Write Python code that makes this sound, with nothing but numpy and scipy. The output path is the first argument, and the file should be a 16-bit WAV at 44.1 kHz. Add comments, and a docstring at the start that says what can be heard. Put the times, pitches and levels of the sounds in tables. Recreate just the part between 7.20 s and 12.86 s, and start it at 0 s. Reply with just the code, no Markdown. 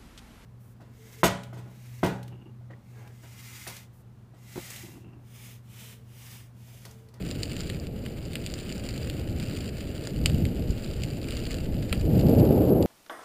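"""Gritty tyre crackle and sharp stone snaps over a low rumble of wind, which swells to a roar near the end.
A road bicycle rolls along a paved forest path, heard from a camera on its handlebar.
The tyres crush grit and flick small stones at the frame; the road shakes and jolts the bar.
Air buffets the camera, and roars across its port when it swings sideways into the airstream."""
import sys
import numpy as np
from scipy import signal
from scipy.fft import rfft, irfft, next_fast_len
from scipy.io import wavfile
from scipy.ndimage import map_coordinates

SR = 44100
rng = np.random.default_rng(int(sys.argv[2]) if len(sys.argv) > 2 else 0)


def persist_wave(psi):
    """Save psi, clipped to +-1, as 16-bit WAV."""
    counts = np.round(np.clip(psi, -1, 1) * 32767).astype(np.int16)
    wavfile.write(sys.argv[1], SR, np.atleast_2d(counts).T)


N = 249606

# strength of the air flowing past the camera: t/s, buffet level/dB
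AIRFLOW = [(0, -35.5), (1.45, -38.3), (2.15, -32.5), (2.52, -36.5), (2.87, -38), (3.0, -29), (3.19, -25),
           (3.43, -31.5), (3.5, -27.5), (3.57, -38), (3.9, -33.5), (4.25, -37), (4.55, -29), (4.72, -35),
           (4.9, -21.5), (5.22, -20), (5.35, -24), (5.66, -26)]
# how much loose grit lies under the tyres: t/s, crackle level/dB
LOOSE_GRIT = [(0, -47), (0.53, -50), (0.72, -62.5), (0.85, -56), (1.02, -55.5), (1.48, -48), (1.88, -49.5),
              (2.0, -53), (2.43, -47.5), (2.53, -51.5), (3.05, -51.5), (3.5, -54.5), (3.63, -48.5),
              (3.96, -52.5), (4.1, -45), (4.3, -45), (4.55, -55), (4.69, -45.5), (4.88, -54), (5.12, -48),
              (5.66, -60.5)]


def amp(db):
    """Decibels to gain."""
    return 10 ** (np.asarray(db) / 20)


def unit(x):
    """Scaled to rms 1."""
    return x / np.sqrt(np.mean(x ** 2) + 1e-20)


def automation(points):
    """A line through (time, value) breakpoints, one value per sample."""
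    return np.interp(np.arange(N) / SR, *np.transpose(points))


def wobble(per_second):
    """A smooth random curve with so many knots a second."""
    knots = rng.standard_normal(int(N * per_second / SR) + 4)
    return map_coordinates(knots, [np.arange(N) * per_second / SR])


def eq(x, points, size=8192):
    """x through a minimum-phase EQ with breakpoints f/Hz, gain/dB."""
    hz, db = np.transpose(points)
    gain = amp(np.interp(np.log(np.fft.rfftfreq(size, 1 / SR) + 1), np.log(hz), db))
    cepstrum = irfft(np.log(gain + 1e-6))
    cepstrum[1:size // 2] *= 2
    cepstrum[size // 2 + 1:] = 0
    impulse = irfft(np.exp(rfft(cepstrum)))
    return signal.fftconvolve(x, impulse)[:len(x)]


def noise(points):
    """Coloured noise of rms 1."""
    return unit(eq(rng.standard_normal(N), points))


def add(track, s, sound):
    """Mix a sound in at time s."""
    start = max(0, round(s * SR))
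    track[start:start + len(sound)] += sound[:max(0, N - start)]


def camera_swing(t, start_s=4.698, length_s=0.57):
    """The camera eases round from facing ahead (0) to sideways in the airstream (1)."""
    return np.sin(np.pi / 2 * np.clip((t - start_s) / length_s, 0, 1)) ** 2


def handlebar_shake(t, gust_db, sideways, rise_db_per_s=0.9, calm_db=9.5):
    """The road shakes the bar: a deep rumble that builds, rides the airflow and drops with the swing."""
    # spectrum of the shaking bar: f/Hz, level/dB
    shake_spectrum = [(12, -38), (22, 0), (35, -11), (55, -0.5), (75, -5.5), (110, -6), (250, -40.5),
                      (800, -85)]
    level_db = -38.5 + rise_db_per_s * t + 0.75 * gust_db - calm_db * sideways
    return amp(level_db + 1.1 * wobble(11)) * noise(shake_spectrum)


def handlebar_bumps():
    """Each bump swings the handlebar for a cycle or two: a soft, low thud."""
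    # jolts from the road: t/s, peak level/dB, f/Hz
    jolts = [(3.051, -15.5, 75), (3.138, -20, 110), (3.219, -16, 101), (3.499, -12.5, 64),
             (4.713, -17.5, 65.4)]
    out, t = np.zeros(N), np.arange(SR // 8) / SR
    for s, db, hz in jolts:
        envelope = t ** 2 * np.exp(-t / 0.0022)
        thud = -np.sin(2 * np.pi * hz * t) * envelope
        add(out, s, amp(db) * thud / np.abs(thud).max())
    return out


def wind_buffet(air_db):
    """Eddies beat on the camera: an unsteady, bassy bluster."""
    # spectrum of the eddies: f/Hz, level/dB
    buffet_spectrum = [(25, -38), (60, -1.5), (95, 2.5), (170, 1.5), (230, -4), (300, -6.5), (450, -23),
                       (700, -50.5), (1200, -61)]
    return amp(air_db + 0.59 * wobble(25)) * noise(buffet_spectrum)


def wind_roar(t, gust_db, sideways, rise_db_per_s=0.38, swell_db=14.5):
    """Air across the camera's port swells to a fluttering roar as it turns sideways."""
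    # spectrum of the air across the port: f/Hz, level/dB
    roar_spectrum = [(60, -29.5), (150, -2), (230, 3), (340, 1.5), (480, 0), (630, -5.5), (720, -12.5),
                     (820, -14.5), (1000, -28), (1500, -35.5), (3000, -62)]
    level_db = -40.5 + rise_db_per_s * t + 0.32 * gust_db + swell_db * sideways
    flutter = amp(1.25 * wobble(150))
    return amp(level_db) * unit(flutter * noise(roar_spectrum))


def grit_bursts(per_second, spread_db, crush_s):
    """Grains burst under the tread at random: many tiny, a few larger, each crumbling for a moment."""
    size = amp(spread_db * np.minimum(rng.exponential(size=N), 3.4))
    bursts = size * (rng.random(N) < per_second / SR)
    energy = signal.lfilter([1], [1, -np.exp(-1 / (crush_s * SR))], bursts ** 2)
    return unit(np.sqrt(energy) * rng.standard_normal(N))


def tyres():
    """Crackling grit over the tread's smooth hiss, both heard through the camera case."""
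    # colour of the camera case: f/Hz, gain/dB
    case_eq = [(500, -28), (1000, -12.5), (1350, -3.5), (1900, -4), (2900, 2.5), (3450, -5.5), (4200, -4.5),
               (4800, 0), (5450, -16), (6500, -21), (7100, -4.5), (8500, -16), (9050, -9), (11000, -26.5),
               (13000, -33), (15000, -13.5)]
    crackle_eq = [(1200, -5.5), (3000, -2.5), (6000, 1.5), (14000, -2.5)]
    hiss_eq = [(1000, 5.5), (2500, 0.5), (5000, -4.0), (14000, 4.5)]
    grit_db = automation(LOOSE_GRIT)
    hiss_db = -52 + 0.46 * (grit_db - grit_db.mean())
    patches = amp(1.64 * wobble(45))  # the grit lies unevenly on the path
    grains = grit_bursts(per_second=900, spread_db=6.5, crush_s=0.00082)
    crackle = unit(eq(eq(grains, case_eq), crackle_eq))
    hiss = unit(eq(noise(case_eq), hiss_eq))
    return patches * (amp(grit_db) * crackle + amp(hiss_db) * hiss)


def pebbles(per_second=7, over_grit_db=25.5, spread_db=1.8, knock_spread_db=5, treble_db=5):
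    """Small pebbles fly up at random, harder where the grit is thick: extra hits for stone_strikes."""
    level_db = automation(LOOSE_GRIT) + over_grit_db
    onsets = np.flatnonzero(rng.random(N) < per_second / SR)
    chance = rng.standard_normal((len(onsets), 2))
    return [(i / SR, level_db[i] + spread_db * size, knock_spread_db * knock, treble_db)
            for i, (size, knock) in zip(onsets, chance)]


def stone_strikes(snap_delay_s=0.001428, crumble_t60_s=0.013, rattle_t60_s=0.11, ring_db=-14):
    """A stone hits the frame: a sharp snap, a scatter of fragments and a faint ring."""
    # stones flicked at the frame: t/s, level/dB, low knock/dB, treble/dB
    hits = [(0.111, -11, 4, 13), (0.2311, -4.5, -35, 10), (0.365, -14.5, 1, 11), (0.405, -11.5, 12, 18),
            (0.4982, -10, 0, 1), (0.5979, -20.5, 13, 18), (0.668, -20, 1, 8), (0.8617, -15, 11, 0),
            (1.052, -22, 13, 18), (1.1322, -17, -21, 3), (1.154, -7, -5, -2), (1.262, -9.5, -10, 10),
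            (1.2713, -17.5, -9, -2), (1.3381, -11.5, 3, 16), (1.5235, -14, 3, 13), (1.688, -13, 4, 12),
            (1.777, -16.5, 4, 8), (1.8977, -11.5, 0, 5), (2.198, -15, 7, 3), (2.8708, -11.5, 13, 12),
            (3.0578, 5, 3, 6.5), (3.0974, -12.5, 11, 3), (3.252, -12, -2, -2), (3.5053, -19.5, -4, 25),
            (3.8346, -9.5, -23, 9), (4.1068, -14, -2, 2), (4.1736, -17.5, -17, 0), (4.264, -19, -2, -4),
            (4.342, -13, 11, 11), (4.726, -0.5, 10.5, -9), (5.625, -13.5, -19, 7)]
    # colour of a stone's snap: f/Hz, gain/dB
    snap_eq = [(200, -32), (550, -0.5), (1000, -6.5), (1400, -1.5), (2300, 2), (2900, 9), (3400, 1.5),
               (4800, -1), (5600, -20), (6400, -21.5), (7100, -5), (8400, -9.5), (9100, -5), (11000, -23.5),
               (13000, 0), (14800, -20.5)]
    # the frame's modes, well damped by tyres and hands: f/Hz, relative level/dB, t60/s
    frame_modes = [(1600, -43, .06), (1850, -43, .05), (2250, -42, .04), (2700, -35, .04), (3050, -36, .04),
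                   (3550, -41, .05), (4620, -42, .05), (7100, -48, .06), (9340, -46, .04)]
    out, t = np.zeros(N), np.arange(SR // 8) / SR
    mode_hz, mode_db, mode_t60_s = np.transpose(frame_modes)[:, :, None]
    for s, db, knock_db, treble_db in hits + pebbles():
        crumble = 0.2 * amp(0.17 * db - 60 * t / crumble_t60_s)
        rattle = amp(-29 - 60 * t / rattle_t60_s)
        snap = (crumble + rattle) * rng.standard_normal(len(t))
        snap[0] += 2  # the click of contact
        # each stone has its own amount of low knock and high tick
        stone_tone_eq = [(500, knock_db), (1200, knock_db - 8), (2000, 0.5), (3000, -3), (3800, -0.5),
                         (5000, treble_db), (7000, treble_db), (9000, 1.5), (14000, -9)]
        snap = eq(eq(snap, snap_eq), stone_tone_eq)
        strength, detune = rng.standard_normal((2, len(frame_modes), 1))
        decay = amp(mode_db + 2 * strength - 60 * t / mode_t60_s)
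        ring = np.sum(decay * np.sin(2 * np.pi * mode_hz * (1 + 0.014 * detune) * t), axis=0)
        add(out, s + snap_delay_s, amp(db) * (snap / np.linalg.norm(snap) + amp(ring_db) * ring))
    return out


def scene():
    """Everything reaches the one microphone on the handlebar."""
    t = np.arange(N) / SR
    air_db = automation(AIRFLOW)
    gust_db = air_db - air_db.mean()
    sideways = camera_swing(t)
    handlebar = handlebar_shake(t, gust_db, sideways) + handlebar_bumps()
    wind = wind_buffet(air_db) + wind_roar(t, gust_db, sideways)
    return (handlebar + wind + tyres() + stone_strikes())[None]


def record(dry, mirror_hz=12000, mirror_db=-24, top_hz=15400):
    """The camera mirrors the rumble to both sides of a high pitch as a thin sizzle, and cuts the top."""
    rumble = eq(dry[0], [(10, -31), (500, 3.0), (800, 7.5), (1500, 9), (3000, -20)])
    sizzle = amp(mirror_db) * rumble * np.sin(2 * np.pi * mirror_hz * np.arange(N) / SR)
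    size = next_fast_len(N + SR // 4)
    passband = np.fft.rfftfreq(size, 1 / SR) < top_hz
    return irfft(rfft(dry + sizzle, size) * passband, size)[:, :N]


dry = scene()
out = record(dry)
persist_wave(out)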